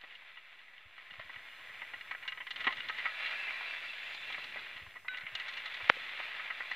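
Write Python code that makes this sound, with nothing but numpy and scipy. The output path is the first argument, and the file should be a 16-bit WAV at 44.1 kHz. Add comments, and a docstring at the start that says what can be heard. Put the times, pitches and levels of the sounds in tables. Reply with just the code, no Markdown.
"""First heard is a faint dry rasp with soft knocks over hiss: a hand-turned metal shaper at work in a yard.
The ram slides on steel ways (noise of many small catches through resonators), chain rollers and the slotted
arm knock on the welded frame (short bursts exciting modes), and the base gives a few low, dull thuds.
Once a loose bar pings (decaying sines) and once the slack snaps tight (a falling pulse in a noise burst).
Faint squeals, wind and hiss lie behind, heard by a small mono microphone with a narrow mid-range voice."""
import sys
import numpy as np
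from scipy import signal
from scipy.fft import rfft, irfft
from scipy.io import wavfile
from scipy.ndimage import uniform_filter1d

SR = 44100
rng = np.random.default_rng(int(sys.argv[2]) if len(sys.argv) > 2 else 0)


def master(y):
    """Save y as 16-bit WAV."""
    cut = np.clip(np.atleast_2d(y).T, -1, 1)
    pcm = np.round(cut * 32767)  # scale
    wavfile.write(sys.argv[1], SR, pcm.astype(np.int16))


N = 297979


def from_db(db):
    """Amplitude ratio: 20 dB is a factor of ten."""
    return 10 ** (np.asarray(db) / 20)


def rms_one(x):
    """Normalisation to unit root-mean-square amplitude."""
    return x / np.sqrt(np.mean(x ** 2) + 1e-20)


def in_time(rows):
    """Linear interpolation: each column of a curve table at every sample."""
    s, *columns = np.transpose(rows)
    return [np.interp(np.arange(N) / SR, s, column) for column in columns]


def drift(rate_hz):
    """Low-pass random fluctuation of unit rms, computed at every 40th sample and interpolated."""
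    pole = np.exp(-80 * np.pi * rate_hz / SR)
    noise = rng.standard_normal(N // 40 + 2002)
    slow = signal.lfilter([1], [1, -2 * pole, pole * pole], noise)[2000:]   # drop the settling
    return np.interp(np.arange(N) / 40, np.arange(len(slow)), rms_one(slow))


def band(x, order, edges_hz, kind="low"):
    """Butterworth filtering: maximally flat in its passband."""
    return signal.sosfilt(signal.butter(order, edges_hz, kind, fs=SR, output="sos"), x)


def colour(x, spectrum, size=4096):
    """Minimum-phase filtering: the given spectrum with its energy as early as possible, at unit power."""
    hz, db = np.transpose(spectrum)
    bins_hz = np.arange(size // 2 + 1) * SR / size
    log_gain = np.log(from_db(np.interp(np.log(bins_hz + 1), np.log(hz), db)))
    cepstrum = irfft(log_gain)
    cepstrum[1:size // 2] *= 2   # folding the cepstrum makes the response causal
    cepstrum[size // 2 + 1:] = 0
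    response = irfft(np.exp(rfft(cepstrum)))
    response = response / np.sqrt(np.sum(response ** 2))
    return signal.oaconvolve(np.atleast_2d(x), response[None], axes=1)[:, :np.shape(x)[-1]]


def ring(force, hz, t60):
    """Damped resonator: a unit click starts a decaying sine of initial height 1."""
    radius, angle = from_db(-60 / (t60 * SR)), 2 * np.pi * hz / SR
    feedback = [1, -2 * radius * np.cos(angle), radius * radius]
    return signal.lfilter([0, np.sin(angle)], feedback, force + 1e-18)


def click(s):
    """Unit impulse: excites all frequencies equally."""
    return 1. * (np.arange(N) == round(s * SR))


# the ram's travel: (time [s], level of the slide [dB], boost of its treble [dB])
RAM_TRAVEL = [(0, -55, 5), (.9, -57, 4.5), (1.22, -51, 5), (2.14, -50, 1.5), (2.2, -52, 1), (2.5, -55.5, 4),
              (2.62, -42.5, 5), (2.84, -46, 6), (3.25, -41.5, 4), (3.5, -41.5, 3), (3.93, -46.5, 6.5),
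              (4.4, -44, 6.5), (4.74, -47, 4), (4.9, -54.5, 5), (5.07, -64.5, -5), (5.12, -50.5, 0),
              (5.25, -50, -2), (5.4, -46, 5), (5.76, -43.5, 6.5), (6.2, -42.5, 5.5), (6.51, -45, 4.5),
              (6.76, -44.5, 3.5)]
# balance of the slide: (time [s], ringing of the ram against the crackle [dB], boost of the low end [dB])
RAM_BALANCE = [(0, -8.5, 1.5), (1.5, -15, 2.5), (2.8, -16, 6.5), (3.2, -3, -7.5), (3.8, -2.5, -0.5),
               (4.4, -5.5, 5), (4.9, -10.5, 6.5), (5.4, -9, 0.5), (6, -11.5, 2), (6.76, -4.5, -1)]
# modes of the welded frame, rubbed and struck: (frequency [Hz], level [dB], t60 [s])
FRAME_MODES = [(623, -19, 0.069), (856, -23, 0.16), (1060, -11.5, 0.11), (1287, -9.5, 0.14),
               (1427, -12.5, 0.098), (1597, -12.5, 0.045), (1966, 2.5, 0.061), (2073, 3, 0.029),
               (2218, 0, 0.023), (2392, -13, 0.033), (2740, -13, 0.038), (2850, -2, 0.043),
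               (3070, -15.5, 0.031), (3453, -8.5, 0.056), (3720, -21.5, 0.1), (4073, -17.5, 0.077),
               (4300, -25.5, 0.068)]
# modes of the ram, rubbed by the ways: (frequency [Hz], level [dB], t60 [s])
RAM_MODES = [(1689, -6, 0.11), (1965, -3.5, 0.065), (2347, -0.5, 0.082), (2404, -1.5, 0.066),
             (2655, 1, 0.064), (2736, -1, 0.076), (3485, -4, 0.038), (3747, -15, 0.043), (3967, -10, 0.05),
             (4100, -14, 0.058), (4660, -13.5, 0.016)]
# spectrum of steel scraping on steel: (frequency [Hz], density [dB per Hz])
SCRAPE_SPECTRUM = [(71, -65), (120, -34.5), (368, -22.5), (632, -9.5), (941, -9), (1010, -6), (1170, -7.5),
                   (1940, 4.5), (2410, 2), (2730, -4), (3040, -6), (3520, -7.5), (5530, -39.5),
                   (9000, -65.5), (11700, -48), (19800, -120)]
CATCHES_PER_S, CATCH_SPREAD_DB = 2600, 2.8   # grain of the slide
WANDER_DB = 5   # limit of a rubbed mode's swing in time


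def rubbed_body(grit, modes):
    """Modal excitation by friction: each mode swells and fades as the contact point moves."""
    body = 0
    for hz, db, t60 in modes:
        gain = from_db(db + WANDER_DB * np.tanh(drift(7.2)))
        own_grit = np.roll(grit, rng.integers(N))   # keeps the modes out of step
        body = body + gain * ring(own_grit, hz, t60)
    return rms_one(body)


def slide():
    """Asperity friction: surface points catch in clumps, crackle, and keep frame and ram sounding."""
    level_db, treble_db = in_time(RAM_TRAVEL)
    ram_db, low_db = in_time(RAM_BALANCE)
    caught = rng.random(N) < CATCHES_PER_S / SR
    sizes = from_db(CATCH_SPREAD_DB * np.minimum(rng.exponential(1, N), 4))
    signs = rng.choice([-1, 1], N)
    clumps = from_db(1.06 * drift(6.0) + 0.96 * drift(30))
    grit = caught * sizes * signs * clumps
    crackle = rms_one(colour(grit, SCRAPE_SPECTRUM)[0])
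    frame = rubbed_body(grit, FRAME_MODES)
    ram = rubbed_body(grit, RAM_MODES)
    # the more the ram rings, the less of the rubbing reaches the frame
    rubbing = rms_one(crackle + from_db(-11.0 - 0.42 * ram_db) * frame) + from_db(ram_db) * ram
    treble = band(rubbing, 2, 2900, "high")
    low = band(rubbing, 2, 560)
    return from_db(level_db) * (rubbing + (from_db(treble_db) - 1) * treble + (from_db(low_db) - 1) * low)


# chain and arm against the frame: (time [s], peak of the column modes [dB], base modes against them [dB],
# arm modes against them [dB], rail modes against them [dB], t60 of the rattle [s])
FRAME_KNOCKS = [(0.013, -56.5, 1, 7, 4, 0.026), (0.0366, -56.5, 9.5, -3, -8, 0.053),
                (.109, -57, -15, 7, -10, 0.023), (.1516, -53, -12, 8, -0.5, 0.038),
                (0.2208, -50.5, -5, -6, -18, 0.04), (0.3704, -45.5, -7.5, -1.5, -27, 0.064),
                (.59, -54, -16, 4, -9, 0.03), (0.78, -56.5, -23, 10, -10, 0.023),
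                (0.9795, -44, -11, -12, -17, 0.057), (1.1077, -43, -14, -2, -9, 0.043),
                (1.1373, -44, -7, -8.5, -11, 0.036), (1.196, -45.5, 4, -2, -14, 0.029),
                (1.2948, -39.5, -5.5, -25, -27, 0.047), (1.3604, -40.5, -13, -6, -21, 0.026),
                (1.818, -34, -10.5, -11, -24, 0.056), (1.9362, -36, -8, -6.5, -28, 0.046),
                (2.0098, -37, -21, -10, -11, 0.029), (2.111, -30.5, -13.5, -15, -14.5, 0.06),
                (2.138, -42, -5, -18, -21, 0.045), (2.1492, -34.5, -9, -18, -26, 0.022),
                (2.2261, -39, -13, -11, -18, 0.074), (2.2513, -44, -6, -10, -8, 0.042),
                (2.278, -34, -17, 0.5, -4.5, 0.061), (2.321, -34.5, -24, -5.5, -13, 0.036),
                (2.374, -40.5, -8, -3.5, -24, 0.048), (2.404, -36.5, -8.5, -3.5, -31, 0.075),
                (2.4681, -36.5, -17, -4, -11, 0.041), (2.5064, -35.5, -16, -1, -2.5, 0.063),
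                (2.56, -39, -11, -1.5, -3.5, 0.048), (2.6049, -35, -23, -9, -6, 0.065),
                (2.642, -32.5, -11.5, -3.5, -8, 0.088), (2.6688, -23.5, -3.5, -6, -15, 0.042),
                (2.6765, -25, -5, -6.5, -27, 0.04), (2.6894, -41.5, 8, -12, -21, 0.046),
                (2.705, -35, -8, -12, -18, 0.066), (2.7241, -37, -5.5, 2, -5.5, 0.043),
                (2.7702, -41.5, -10, -2, -1, 0.03), (2.782, -33.5, -22, -12, -22, 0.021),
                (2.804, -37.5, -15, 1, -8, 0.021), (2.886, -34.5, -17, -5, -1.5, 0.036),
                (2.897, -27.5, -11.5, -19, -14, .04), (2.9791, -32.5, -16.5, -8.5, -13, 0.15),
                (3.0551, -25, -15, -17, -18.5, 0.068), (3.1009, -37, -26, -24, -25, 0.051),
                (3.262, -36, -18, -3, -6, 0.049), (3.3091, -30.5, -21, -16, -11, 0.035),
                (3.48, -36, -28, -2, -26, 0.053), (3.502, -34.5, -20, -16, -25, 0.07),
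                (3.6093, -39, -0.5, -13, -16, 0.031), (3.8352, -38.5, -10, -19, -24, 0.099),
                (4.147, -44.5, -2, -8, 2, 0.028), (4.3018, -42.5, 0, -11, -7, 0.031),
                (4.325, -41.5, -9, -2, 1, 0.038), (4.345, -31, -15.5, -20, -16, 0.03),
                (4.38, -54, 13, -14, -17, 0.042), (4.442, -40.5, -9, -5, -0.5, 0.032),
                (4.5592, -38.5, -2.5, -11, -16, 0.12), (4.665, -39, -18, -7, -22, 0.037),
                (4.765, -45, -5.5, 0, -12, 0.086), (4.8647, -45, -5, -12, -23, 0.031),
                (4.9553, -40, -8.5, -18, -20, 0.1), (5.047, -52.5, 4, -14, -18, 0.094),
                (5.138, -44, -6, -8, -14, 0.022), (5.145, -39, -14, 1, -24, 0.045),
                (5.172, -33.5, -21, -15, -6, 0.03), (5.184, -34, -22, -20, -9, 0.014),
                (5.2092, -39, -22, -15, -9, 0.035), (5.266, -35, -24, -4.5, -32, 0.03),
                (5.352, -32.5, -14.5, -11, 1.5, 0.033), (5.3985, -31.5, -20, -10, -8, 0.034),
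                (5.4828, -32.5, -29, -29, -6, 0.067), (5.538, -43, -8, -10, 0, 0.03),
                (5.5694, -36, -16, -10, -5, 0.086), (5.657, -32.5, -20, -20, -4, 0.063),
                (5.741, -34.5, -30, -21, -2.5, 0.048), (5.8037, -43, 3.5, -14, -19, 0.058),
                (6.198, -38.5, 0.5, -16, -17, 0.065), (6.396, -34, -13.5, -21, -20, 0.041),
                (6.502, -30.5, -15.5, -22, -28, 0.072), (6.6047, -31.5, -6, -26, -30, 0.039),
                (6.7126, -28.5, -11, -14, -13, 0.053)]
# spectrum of the contact crack: (frequency [Hz], density [dB per Hz])
CRACK_SPECTRUM = [(30, -66), (120, -49), (400, -4), (1000, 3.5), (2000, -8), (3200, 0.5), (4200, -0.5),
                  (6000, -32), (9000, -47), (16000, -92)]
# edges between base, column, arm and rail modes: (frequency [Hz])
FAMILY_EDGES = [250, 1500, 2500, 3200, 6500]
FIRST_TOUCH_DB, CRACK_DB = 13, 20.5   # first contact against the rattle; crack against the modes
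BLOW_SPREAD_DB = 3   # random spread of a mode from blow to blow
ATTACK_SHARE = 0.043   # rise of the rattle as a share of its t60


def knocks(size=6000):
    """Impact excitation: a first touch and a short rattle give a crack and set the frame modes ringing."""
    s, column_db, base_db, arm_db, rail_db, rattle_t60 = np.transpose(FRAME_KNOCKS)
    t = np.arange(size) / SR
    rattle_t60 = np.clip(rattle_t60, .004, .2)[:, None]
    decay = from_db(-60 * t / rattle_t60)
    attack = np.minimum(t / (ATTACK_SHARE * rattle_t60), 1)
    force = rng.standard_normal((len(s), size)) * decay * attack
    force[:, 0] = from_db(FIRST_TOUCH_DB)
    sound = from_db(CRACK_DB) * colour(force, CRACK_SPECTRUM)
    for hz, db, t60 in FRAME_MODES:
        strength_db = db + BLOW_SPREAD_DB * rng.standard_normal((len(s), 1))
        sound += from_db(strength_db) * ring(force, hz, t60)
    # where a blow lands decides how hard each family of modes speaks; neighbouring families are summed with
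    # opposite sign so they join without a gap at their shared edge
    blows = 0
    for low, high, db in zip(FAMILY_EDGES, FAMILY_EDGES[1:], (base_db, 0, arm_db, rail_db)):
        family = band(sound, 2, [low, high], "band")
        height = np.sqrt(2 * uniform_filter1d(family ** 2, size=66).max(axis=1))
        blows = -blows + family * (from_db(column_db + db) / height)[:, None]
    out = np.zeros(N + size)
    for at, blow in zip(np.round(s * SR).astype(int), blows):
        out[at:at + size] += blow
    return out[:N]


# a few low, dull thuds of the base, some along with knocks: (time [s], level [dB], frequency [Hz])
BASE_THUDS = [(1.198, -41, 664), (2.669, -42.5, 261), (2.672, -38.5, 410), (4.379, -57, 325),
              (4.559, -42, 580), (5.969, -43.5, 530)]
THUD_CYCLES = 18   # cycles in which a thud falls by 60 dB


def base_thuds():
    """Single-mode resonance: a soft push sets one low mode going."""
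    out = 0
    for s, db, hz in BASE_THUDS:
        push = band(click(s), 2, [110, 900], "band")
        out = out + from_db(db) * ring(push, hz, THUD_CYCLES / hz)
    return out


# spectrum of the short burst of noise around the snap: (frequency [Hz], density [dB per Hz])
NOISE_BURST_SPECTRUM = [(30, -57), (150, -47), (400, -7), (800, 3), (3000, 5.5), (3800, -10), (6000, -21.5),
                        (16000, -95)]
NOISE_BURST_START_S, NOISE_BURST_END_S, NOISE_BURST_DB = 5.8935, 5.906, -14.5
SNAP_S, SNAP_HZ, SNAP_DB = 5.89875, 3000, -1.2   # start, first pitch, level of the pulse
SNAP_FALL_S, SNAP_FADE_S = .0008, .000215   # time constants of pitch and level
THUMP_HZ, THUMP_DB, THUMP_T60_S = 524, -17.5, 0.014   # the dry low end


def snap():
    """Bending-wave dispersion: treble arrives first and bass last, within a short burst of noise."""
    t = np.maximum(np.arange(N) / SR - SNAP_S, 0)
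    turns = SNAP_HZ * SNAP_FALL_S * (1 - np.exp(-t / SNAP_FALL_S))
    edge = -t ** 1.5 * np.exp(-t / SNAP_FADE_S) * np.sin(2 * np.pi * turns)
    edge = band(band(edge, 4, 4000), 2, 120, "high")
    thump = from_db(THUMP_DB) * ring(click(SNAP_S + SNAP_FALL_S), THUMP_HZ, THUMP_T60_S)
    thump = band(thump, 2, 150, "high")
    through = (np.arange(N) / SR - NOISE_BURST_START_S) / (NOISE_BURST_END_S - NOISE_BURST_START_S)
    through = np.clip(through, 0, 1)
    noise = np.sqrt(through) * (1 - through) ** 1.43 * rng.standard_normal(N)
    noise_burst = from_db(NOISE_BURST_DB) * colour(noise, NOISE_BURST_SPECTRUM)[0]
    return from_db(SNAP_DB) * edge / edge.max() + thump + noise_burst


# modes of a loose bar struck once: (frequency [Hz], relative level [dB], t60 [s])
BAR_MODES = [(1507, 12, 0.43), (2950, -1, 0.17), (3840, 2, 0.4)]
# the dry tick of the blow itself: (frequency [Hz], relative level [dB], t60 [s])
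TICK_MODES = [(2100, 15, .026), (2480, 13, .014)]
PING_S, PING_DB = 5.082, -49   # moment of the blow; gain of tick and bar together
REBOUND_S, REBOUND_DB = .0025, 7   # second tick: delay, level against the first


def ping():
    """Free vibration: a blow too soft for treble and too small for bass ticks twice; the bar rings on."""
    blow = band(click(PING_S), 3, [1100, 4300], "band")
    tick = sum(from_db(db) * ring(blow, hz, t60) for hz, db, t60 in TICK_MODES)
    tick = tick + from_db(REBOUND_DB) * np.roll(tick, round(REBOUND_S * SR))
    bar = sum(from_db(db) * ring(blow, hz, t60) for hz, db, t60 in BAR_MODES)
    return from_db(PING_DB) * (tick + bar)


# faint squeals of the ways: (start [s], end [s], first pitch [Hz], last pitch [Hz], width [Hz], level [dB])
WAY_SQUEALS = [(3.75, 4.45, 7000, 7200, 220, -79.5), (2.9, 3.9, 9870, 9870, 180, -84),
               (3.25, 3.95, 4700, 4500, 130, -69), (3.3, 3.75, 5050, 5050, 220, -75)]


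def squeals():
    """Narrow-band noise: slow fluctuations modulate a steady or gliding carrier that swells and fades."""
    out, t = 0, np.arange(N) / SR
    for start, end, from_hz, to_hz, width_hz, db in WAY_SQUEALS:
        through = np.clip((t - start) / (end - start), 0, 1)
        phase = 2 * np.pi * np.cumsum(from_hz + (to_hz - from_hz) * through) / SR
        tone = drift(width_hz) * np.cos(phase) + drift(width_hz) * np.sin(phase)
        out = out + from_db(db + 2.3 * drift(5.8)) * tone * np.sin(np.pi * through)
    return out


# spectrum of the wind: (frequency [Hz], density [dB per Hz])
WIND_SPECTRUM = [(15, -4), (40, -18.5), (90, 0), (140, -4.5), (260, -21.5), (600, -32), (2000, -75)]
# wind rumble: (time [s], level [dB])
WIND_RUMBLE = [(0, -94), (.8, -89), (1.3, -84), (2.1, -81), (3, -78), (3.7, -101), (4.2, -91), (4.7, -81),
               (5.3, -82), (6, -94), (6.76, -86)]
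# low bumps on the microphone port: (middle [s], level [dB])
PORT_BUMPS = [(.864, -67), (1.12, -72), (1.192, -63.5), (1.262, -69.5), (1.37, -68), (1.973, -76),
              (2.68, -82), (2.78, -66), (2.873, -69), (3.065, -77), (4.76, -69), (4.83, -61.5),
              (4.875, -62), (5.243, -65.5), (5.337, -66.5), (5.84, -62)]
BUMP_S, PORTS_DIFFER_DB = 0.035, -33   # length of a bump; what of the wind the channels do not share


def wind():
    """Turbulent pressure: low noise comes and goes and bumps the port, a little different left and right."""
    shared, own = colour(rng.standard_normal((2, N)), WIND_SPECTRUM)
    t = np.arange(N) / SR
    gain = from_db(in_time(WIND_RUMBLE)[0] + 2.0 * drift(7.0))
    for s, db in PORT_BUMPS:
        inside = np.abs(t - s) < BUMP_S / 2
        swell = np.hanning(inside.sum())
        gain[inside] += from_db(db) * swell / np.sqrt(np.mean((swell * shared[inside]) ** 2))
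    return gain * (shared + from_db(PORTS_DIFFER_DB) * own * [[1], [-1]])


# the channels' own noise: (time [s], level [dB])
HISS_LEVEL = [(0.0, -75), (0.85, -76.5), (1.58, -66.5), (6.76, -67.5)]
# spectrum of the hiss: (frequency [Hz], density [dB per Hz])
HISS_SPECTRUM = [(30, -6.5), (300, 10.5), (1000, 13), (4000, 8.5), (6000, 4.5), (10000, 2), (16000, 3)]


def hiss():
    """Random noise: independent in each channel, so the two do not correlate."""
    level_db, = in_time(HISS_LEVEL)
    return from_db(level_db) * colour(rng.standard_normal((2, N)), HISS_SPECTRUM)


def scene():
    """Superposition: one microphone feeds both channels; only wind and hiss differ."""
    machine = slide() + knocks() + base_thuds() + snap() + ping() + squeals()
    return machine + wind() + hiss()


OFFSET, CUTOFF_HZ = -.0006, 16100   # constant added to the signal (full scale 1); start of the stopband


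def record(dry):
    """Band limiting: a steep low-pass cuts the top, and a slight constant offset is added."""
    return OFFSET + signal.sosfilt(signal.cheby2(16, 60, CUTOFF_HZ, fs=SR, output="sos"), dry)


dry = scene()
out = record(dry)
master(out)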